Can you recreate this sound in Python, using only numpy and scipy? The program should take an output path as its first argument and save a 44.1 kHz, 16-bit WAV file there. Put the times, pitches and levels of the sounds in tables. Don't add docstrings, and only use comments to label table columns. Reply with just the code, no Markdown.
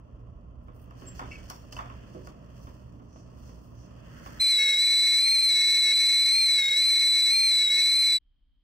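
import sys
import numpy as np
from scipy import signal
from scipy.fft import rfft, irfft, next_fast_len
from scipy.io import wavfile
from scipy.ndimage import uniform_filter1d

SR = 44100
rng = np.random.default_rng(int(sys.argv[2]) if len(sys.argv) > 2 else 0)


def decibels_to_gain(level_db):
    exponent = np.asarray(level_db, float) / 20
    return 10 ** exponent


def dump_mix(stems):
    frames = np.atleast_2d(stems).T
    limited = np.clip(frames, -1, 1)
    pcm = np.round(limited * 32767).astype(np.int16)
    wavfile.write(sys.argv[1], SR, pcm)


N = 380935
T = np.arange(N) / SR
DOOR_END_S, KETTLE_END_S = 4.4, 8.187

# (frequency [Hz], left-right likeness [0-1])
HALL_ALIKE = [(30, 1), (130, 0.87), (400, 0.36), (1500, 0), (15000, 0.16)]
# (frequency [Hz], left-right likeness [0-1])
STEAM_ALIKE = [(30, 0.76), (1500, 1), (3000, 0.5), (5000, 0.4), (7000, 0.06), (9500, 0.3), (14000, 0.55)]
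# (time [s], level [dB])
HAND_SWISH = [(0.0, -78), (0.58, -81.5), (0.95, -71), (1.08, -62.5), (1.22, -65), (1.36, -60),
              (1.54, -68.5), (1.77, -69), (1.95, -63.5), (2.35, -71.5), (2.59, -69.5), (3.05, -78),
              (3.5, -71), (3.67, -77), (4.1, -65), (4.38, -62.5)]


def columns(table):
    s, *rest = np.transpose(table)
    return [np.interp(T, s, c) for c in rest]


def on_log(points, hz):
    f, v = np.transpose(points)
    return np.interp(np.log(hz + 1e-3), np.log(f), v)


def noise(points, alike=((1, 1),), left=((1, 0),)):
    size = next_fast_len(N)
    hz = np.fft.rfftfreq(size, 1 / SR)
    inside = (hz >= points[0][0]) & (hz <= points[-1][0])
    likeness = np.clip(on_log(alike, hz), 0, 1)
    mid, side = rfft(rng.standard_normal((2, size)))
    sign = np.array([[1], [-1]])
    pair = np.sqrt(1 + likeness) * mid + np.sqrt(1 - likeness) * side * sign
    colour = decibels_to_gain(on_log(points, hz) + sign * on_log(left, hz) / 2) * inside
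    x = irfft(pair * colour, size)[:, :N]
    return x / x.std()


def wander(lo_hz, hi_hz, fall_db):
    return noise([(lo_hz, 0), (hi_hz, -fall_db)])[0]


def pan(x, db):
    return x * decibels_to_gain(np.array([[db / 2], [-db / 2]]))


def gate(start_s, end_s, rise_s, fall_s):
    return np.clip((T - start_s) / rise_s, 0, 1) * np.clip((end_s - T) / fall_s, 0, 1)


def ring(modes, t, centre_hz, skirt_db):
    hz, db, t60 = np.transpose(modes)[:, :, None]
    chance = rng.standard_normal((3, len(modes), 1))
    db = db + 3.3 * chance[0] - skirt_db * np.abs(np.log2(hz / centre_hz))
    hz = hz * (1 + 0.009 * chance[1])
    x = decibels_to_gain(db - 60 * t / t60) * np.sin(2 * np.pi * hz * t + chance[2])
    x = x.sum(0) * (1 - np.exp(-t / 0.00047))
    return x / np.abs(x).max()


def door_opening():
    opens_s, swing_s = 1.67, 0.8
    return np.clip((T - opens_s) / swing_s, 0, 1)


def rumble():
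    # (frequency [Hz], relative density [dB per Hz])
    rumble_colour = [(13, -40), (22, -20), (43, -1), (54, -10), (68, 1), (102, -9.5), (130, -40),
                     (220, -120)]
    shut_db, open_db = -50, -55.5
    level_db = shut_db + (open_db - shut_db) * door_opening() + 1.7 * wander(1.2, 5.1, 4.7)
    return pan(decibels_to_gain(level_db) * noise(rumble_colour, HALL_ALIKE), -3.5)


def mains_hum():
    # (frequency [Hz], level [dB])
    hum_tones = [(59, -51), (119, -51.5), (177, -64), (238, -65.5)]
    out = np.zeros((2, N))
    for hz, db in hum_tones:
        level_db = db + 2.66 * wander(0.98, 11, 15)
        turns = hz * T + 0.08 * wander(0.86, 9.7, 9)
        out += pan(decibels_to_gain(level_db) * np.sin(2 * np.pi * turns), -3.0)
    return out


def room_air():
    # (frequency [Hz], relative density [dB per Hz])
    air_colour = [(64, -30), (108, -5.5), (277, -11), (379, -17.5), (563, -17.5), (613, -14.5),
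                  (819, -28.5), (1050, -20.5), (1400, -29), (1820, -82), (3080, -120)]
    swish_db, = columns(HAND_SWISH)
    air_db = -52 + 0.29 * (swish_db + 70)
    air_db = air_db + 0.89 * wander(3.3, 37, 4.1)
    return pan(decibels_to_gain(air_db) * noise(air_colour, HALL_ALIKE), -2.2)


def rustles():
    # (time of peak [s], body level [dB], crisp top level [dB], fall t60 [s])
    rustle_peaks = [(0.64, -85, -80, .1), (0.76, -82, -72, .2), (0.82, -79, -67, .15),
                    (1.0, -64, -72, 0.38), (1.08, -65, -71, 0.1), (1.15, -62, -70, 0.11),
                    (1.19, -54, -70, 0.21), (1.32, -62, -79, 0.51), (1.45, -66, -76, 0.23),
                    (1.505, -48, -56, .12), (1.55, -64, -70, .6), (1.73, -47, -63, 0.1),
                    (1.775, -56.5, -70, .3), (2.13, -71, -80, 0.75), (2.26, -60, -73, .2),
                    (2.62, -68, -74, 1.1), (3.17, -72, -92, 1.2), (3.47, -68, -78, 0.72),
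                    (3.39, -78, -77, .5), (3.64, -78, -77, 0.73), (3.81, -72, -90, 0.59),
                    (4.12, -83, -85, 0.38), (4.27, -61, -67.5, 1.4)]
    rise_share = 0.39
    out = 0
    for s, body_db, crisp_db, t60 in rustle_peaks:
        away = np.where(T > s, T - s, (s - T) / rise_share) / t60
        out = out + decibels_to_gain(np.array([[body_db], [crisp_db]]) - 60 * np.minimum(away, 3))
    return out


def hand():
    # (frequency [Hz], relative density [dB per Hz])
    swish_colour = [(2150, -14), (2650, 1.5), (3100, -0.5), (3700, -11)]
    low_swish_colour = [(1250, 1.5), (1400, -4.5), (1750, -1), (2000, -5), (2250, -15)]
    rustle_colour = [(2410, -21), (4100, 0), (4960, -4), (6120, -3.5), (7490, -12.5), (9000, -14.5),
                     (11700, -55.5), (19800, -120)]
    crisp_colour = [(5180, -43), (8800, -5), (9330, 2.5), (10300, -24), (11300, -6), (13700, -3),
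                    (15700, 1)]
    swish_db, = columns(HAND_SWISH)
    nearness = np.clip((T - 4.02) / 0.15, 0, 1)
    low_swish_db = swish_db + 7 * nearness
    body, crisp = rustles()
    body = body + decibels_to_gain(swish_db - 5)
    crisp = crisp + decibels_to_gain(swish_db - 18)
    grain_db = 2.0 * wander(7.5, 270, 12)
    out = pan(decibels_to_gain(swish_db + 0.64 * grain_db) * noise(swish_colour, HALL_ALIKE), -1.4)
    out += pan(decibels_to_gain(low_swish_db + 0.48 * grain_db) * noise(low_swish_colour, HALL_ALIKE), -1.8)
    out += pan(body * decibels_to_gain(grain_db) * noise(rustle_colour, HALL_ALIKE), -0.84)
    out += pan(crisp * decibels_to_gain(1.1 * grain_db) * noise(crisp_colour, HALL_ALIKE), -1.2)
    return out


def knocks():
    # (time [s], latch level [dB], tick level [dB], door panel level [dB],
    # frequency near which the latch modes ring most [Hz])
    blows = [(0.2, -66, -85, -55, 711), (0.683, -46.5, -85, -47, 1030), (0.908, -47.5, -61.5, -65, 1360),
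             (1.02, -45, -73, -45, 1090), (1.193, -29, -50.5, -51, 990), (1.215, -36.5, -56.5, -36.5, 710),
             (1.238, -45.5, -63.5, -56, 840), (1.5, -32, -35, -46.5, 1070), (1.725, -39, -44, -43.5, 2750),
             (1.766, -33.5, -52.5, -49, 3000), (1.789, -28, -64.5, -49.5, 1040),
             (1.82, -44, -63.5, -54, 1030), (1.858, -44, -70, -56, 1010), (1.899, -39, -68, -66, 1200),
             (2.148, -47.5, -66.5, -31.5, 1150), (2.272, -39, -51, -46.5, 1090),
             (2.67, -43, -69, -44.5, 999), (2.996, -52, -78, -47, 716), (3.159, -51, -75.5, -47, 746),
             (3.492, -50, -72.5, -48, 746), (4.261, -35, -65.5, -49, 1100)]
    # (frequency [Hz], relative level [dB], t60 [s])
    latch_modes = [(752, 4.5, 0.081), (1070, 4, 0.061), (1110, 7, 0.099), (1435, 5, 0.043),
                   (1760, 6.5, 0.04), (2700, 7.5, 0.035), (3000, 10, 0.041), (4500, -21, 0.038),
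                   (5450, -2, 0.064)]
    panel_modes = [(191.6, -2.5, 0.21), (270, -2.5, 0.29), (319, -6.5, 0.27), (370, -8, 0.37),
                   (490, -3.5, 0.19), (643, -5.5, 0.1)]
    out, t = np.zeros((2, N)), T[:SR // 3]
    scatter = noise([(500, -4), (1100, 5), (1600, -5), (3200, -15.5), (3900, -3)], ((1, 0.25),))
    hiss = noise([(3900, -20), (4800, 8.0), (8000, -12), (15500, -8.5)], ((1, .6),))
    boom = noise([(130, 0), (280, -4), (520, 1.0), (700, -7)], ((1, 0.5),))
    tail = decibels_to_gain(-60 * t / 0.27)
    tick_fall, boom_fall = decibels_to_gain(-60 * t / 0.011), decibels_to_gain(-60 * t / 0.58)
    for s, latch_db, tick_db, panel_db, hz in blows:
        here = slice(int(s * SR), int(s * SR) + len(t))
        latch = ring(latch_modes, t, hz, 10.4) + 0.26 * tail * scatter[:, here]
        tick = (1.5 * tick_fall + 0.051 * tail) * hiss[:, here]
        panel = 0.88 * ring(panel_modes, t, 300, .1) + 0.17 * boom_fall * boom[:, here]
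        out[:, here] += pan(decibels_to_gain(latch_db) * latch + decibels_to_gain(tick_db) * tick, -1)
        out[:, here] += pan(decibels_to_gain(panel_db) * panel, -4.5)
    return out


def squeaks():
    # (time [s], pitch [Hz], level [dB], rise [s], t60 [s], unsteadiness [0-1])
    squeak_tones = [(1.062, 7590, -42.5, .02, 0.15, 0.2), (1.311, 2700, -40, .005, .1, 0.6),
                    (1.33, 2720, -47, .005, 0.092, 0.3), (1.352, 2560, -47, .005, 0.078, 0.55),
                    (1.31, 2250, -44.5, .008, .28, .55), (1.501, 5560, -50, .003, 0.36, 0.42)]
    clean_db, rough_db = -50, 10
    out = 0
    for s, hz, db, rise, t60, rough in squeak_tones:
        octave_db = clean_db + (rough_db - clean_db) * rough
        t = np.maximum(T - s, 0)
        pitch_hz = hz * (1 + 0.066 * rough ** 2 * wander(22, 390, 6.0))
        phase = 2 * np.pi * np.cumsum(pitch_hz) / SR
        fall_db = db - 60 * np.maximum(t - rise, 0) / t60
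        shape = np.minimum(t / rise, 1) * decibels_to_gain(fall_db + 5.0 * rough * wander(30, 300, 3))
        out = out + shape * (np.sin(phase) + decibels_to_gain(octave_db) * np.sin(2 * phase))
    return out


def indoors():
    # (frequency [Hz], relative density [dB per Hz])
    murmur_colour = [(120, -12), (160, 0), (280, -3), (380, -16)]
    level_db = -59 + 1.5 * wander(2, 20, 4)
    return pan(door_opening() * decibels_to_gain(level_db) * noise(murmur_colour, HALL_ALIKE), -3)


def airy_puffs():
    # (time of peak [s], level [dB], half length [s])
    puff_peaks = [(2.64, -70, .05), (3.17, -67, .07), (3.49, -68, .06), (3.82, -67, .06)]
    # (frequency [Hz], relative density [dB per Hz])
    puff_colour = [(4600, -20), (5300, -4), (5900, 0), (6400, -3), (6900, -20)]
    swell = sum(decibels_to_gain(db) * np.exp(-((T - s) / half) ** 2) for s, db, half in puff_peaks)
    return pan(swell * noise(puff_colour, HALL_ALIKE), -1.5)


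def hallway():
    door = rumble() + mains_hum() + room_air() + hand() + knocks() + squeaks() + indoors() + airy_puffs()
    dead_band = signal.butter(2, [3450, 4350], "bandstop", fs=SR, output="sos")
    door = signal.sosfilt(dead_band, door)
    door[0] = np.roll(door[0], 17)
    return door


def turning(hz):
    return np.exp(2j * np.pi * np.cumsum(hz) / SR)


def whistle_modes():
    # (time [s], pitch [Hz])
    upper_pitch = [(4.41, 4058), (4.53, 4030), (4.57, 3902), (4.77, 3865), (4.81, 4001), (5.17, 3999),
                   (5.33, 4174), (5.38, 4066), (5.45, 4114), (5.54, 3961), (5.8, 4013), (5.92, 3913),
                   (5.93, 4009), (6.29, 4026), (6.39, 4189), (6.5, 4010), (6.55, 4003), (6.64, 3793),
                   (6.76, 3862), (6.77, 3968), (6.89, 4076), (6.93, 4023), (7.26, 3998), (7.27, 3960),
                   (7.36, 4172), (7.47, 4142), (7.51, 4022), (7.63, 3957), (7.69, 3835), (7.73, 3948),
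                   (7.99, 4064), (8.17, 3965)]
    # (time [s], level [dB])
    lower_level = [(4.41, -48), (4.44, -41), (4.55, -41), (4.59, -28.5), (4.72, -27.5), (4.77, -38),
                   (4.84, -31), (4.865, -42), (4.92, -30), (4.99, -38), (5.11, -30), (5.22, -43),
                   (5.46, -43), (5.59, -31), (5.8, -33), (5.92, -28.5), (5.96, -42), (6.02, -33),
                   (6.29, -36), (6.42, -42), (6.51, -33.5), (6.56, -39), (6.59, -29.5), (6.77, -32),
                   (6.89, -43), (6.97, -32), (7.12, -40), (7.19, -33), (7.24, -40), (7.3, -31), (7.35, -46),
                   (7.61, -36), (7.69, -42), (7.72, -30), (7.84, -32), (8.0, -45), (8.03, -43), (8.1, -36),
                   (8.17, -42)]
    (upper_hz,), (lower_db,) = columns(upper_pitch), columns(lower_level)
    knee_hz = 3982
    sag_db = 0.0256 * np.maximum(knee_hz - upper_hz, 0)
    upper_db = -22 - sag_db + 0.6 * wander(5, 40, 3)
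    upper_hz = upper_hz + 6 * wander(8, 40, 3)
    weak_db, firm_db = -38, -27
    loose = np.clip((firm_db - lower_db) / (firm_db - weak_db), .2, 1)
    lower_hz = 2186 + 0.17 * (upper_hz - knee_hz) + 18 * loose * wander(3, 30, 8.2)
    dips_db = 1.29 * np.exp(0.58 * wander(13, 550, 24.55))
    shaken_hz = upper_hz + 38 * wander(12, 800, 15)
    upper = decibels_to_gain(upper_db - dips_db + dips_db.mean()) * turning(shaken_hz)
    gusts = decibels_to_gain(-42.5) * (wander(6.5, 220, 23.2) + 1j * wander(9, 250, 36.08))
    flutter_db = 3 * loose * wander(6, 40, 6.8)
    lower = turning(lower_hz) * (decibels_to_gain(lower_db + flutter_db) + gusts)
    return upper, lower, upper_hz


def power(z, k):
    return (z if k > 0 else np.conj(z)) ** abs(k)


def jet_mixing(upper, lower):
    orders = [(1, 0), (0, 1), (1, -1), (2, 0), (2, -1), (1, 1), (0, 2), (-1, 2), (-1, 3), (3, 0), (2, 1),
              (3, -1)]
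    tone_db = [1.34, -15, -30.5, -15.5, -25, -33.5, -37, -53, -53.5, -31, -39, -39.5]
    # (left minus right [dB], left lead [rad], wobble of that lead [rad])
    places = [(.9, .7, .3), (4.7, .27, .25), (.4, 0, .2), (7, .76, .8), (2.3, .65, .5), (2.7, 1.1, .7),
              (2.4, .7, .4), (0, 0, 0), (2.7, .3, .4), (5.5, .56, .7), (3, .4, .8), (3, .4, .8)]
    lag_rad = 1.9
    size = np.abs(upper).mean()
    upper_unit, lower_unit = upper / size, lower / np.abs(lower).mean()
    wobble = wander(6.2, 200, 7.3)
    out = 0
    for (up, low), db, (pan_db, lead, shake) in zip(orders, tone_db, places):
        tone = size * power(upper_unit, up) * power(lower_unit, low)
        tone *= np.exp(1j * lag_rad * (abs(up) + abs(low) - 1))
        ports = np.exp(.5j * (lead + shake * wobble) * np.array([[1], [-1]]))
        out = out + pan(np.sqrt(2) * decibels_to_gain(db) * (tone * ports).real, pan_db)
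    return out


def side_resonance(upper_hz):
    hz, half = 2405, 15
    level_db = -47 + 0.07 * (upper_hz - upper_hz.mean())
    skirt = [(hz - 5 * half, -18), (hz - half, -4), (hz, 0), (hz + half, -4), (hz + 8 * half, -22)]
    return decibels_to_gain(level_db) * noise(skirt, ((1, 0.99),))


def steam_hiss():
    # (frequency [Hz], relative density [dB per Hz])
    steam_colour = [(1300, -40.5), (2200, -12), (2950, -26), (3900, -17), (4870, -11), (5200, -16.5),
                    (5900, -14), (6800, -24.5), (8000, -15), (9000, -24.5), (10200, -24), (12000, -25.5),
                    (12900, -30.5), (14300, -30), (15700, -54.5)]
    # (frequency [Hz], left minus right [dB])
    steam_left = [(1500, 0), (3000, 2.7), (4900, 6), (7000, 5), (10000, 3), (14000, 1.6)]
    level_db = -41 + 1.4 * wander(2.3, 80, 16)
    return decibels_to_gain(level_db) * noise(steam_colour, STEAM_ALIKE, steam_left)


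def boiling():
    # (frequency [Hz], relative density [dB per Hz])
    boil_colour = [(15, -48.5), (25, -19.5), (109, -1.5), (209, -9.5), (415, -4.5), (730, -12.5),
                   (897, -12), (1050, -18), (1500, -10), (1950, -41), (3300, -120)]
    level_db = -57 + 0.74 * wander(2.0, 43, 12.5)
    return decibels_to_gain(level_db) * noise(boil_colour)


def kettle():
    upper, lower, upper_hz = whistle_modes()
    return jet_mixing(upper, lower) + side_resonance(upper_hz) + steam_hiss() + boiling()


def quiet_kitchen():
    # (frequency [Hz], relative density [dB per Hz])
    kitchen_colour = [(13, -30), (22, -3.5), (51, -8.5), (70, -23.5), (195, -36), (267, -30), (411, -52),
                      (2770, -53), (3180, -33), (3400, -48), (5000, -57.5), (6500, -86), (11000, -120)]
    return decibels_to_gain(-65) * noise(kitchen_colour, STEAM_ALIKE)


def scene():
    door = hallway() * gate(-0.82, DOOR_END_S + 0.014, 0.97, 0.016)
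    whistling = kettle() * gate(DOOR_END_S - .004, KETTLE_END_S, 0.014, 0.026)
    kitchen = quiet_kitchen() * gate(KETTLE_END_S, 10, 0.024, 1)
    return door + whistling + kitchen


def top_cut(x):
    return signal.sosfilt(signal.butter(12, 16470, fs=SR, output="sos"), x)


def record(dry):
    level = np.sqrt(uniform_filter1d(np.mean(dry ** 2, 0), size=180) + 1e-12)
    gain = np.minimum(decibels_to_gain(-21.0) / level, 1) ** 0.87
    return top_cut(dry * gain)


dry = scene()
out = record(dry)
dump_mix(out)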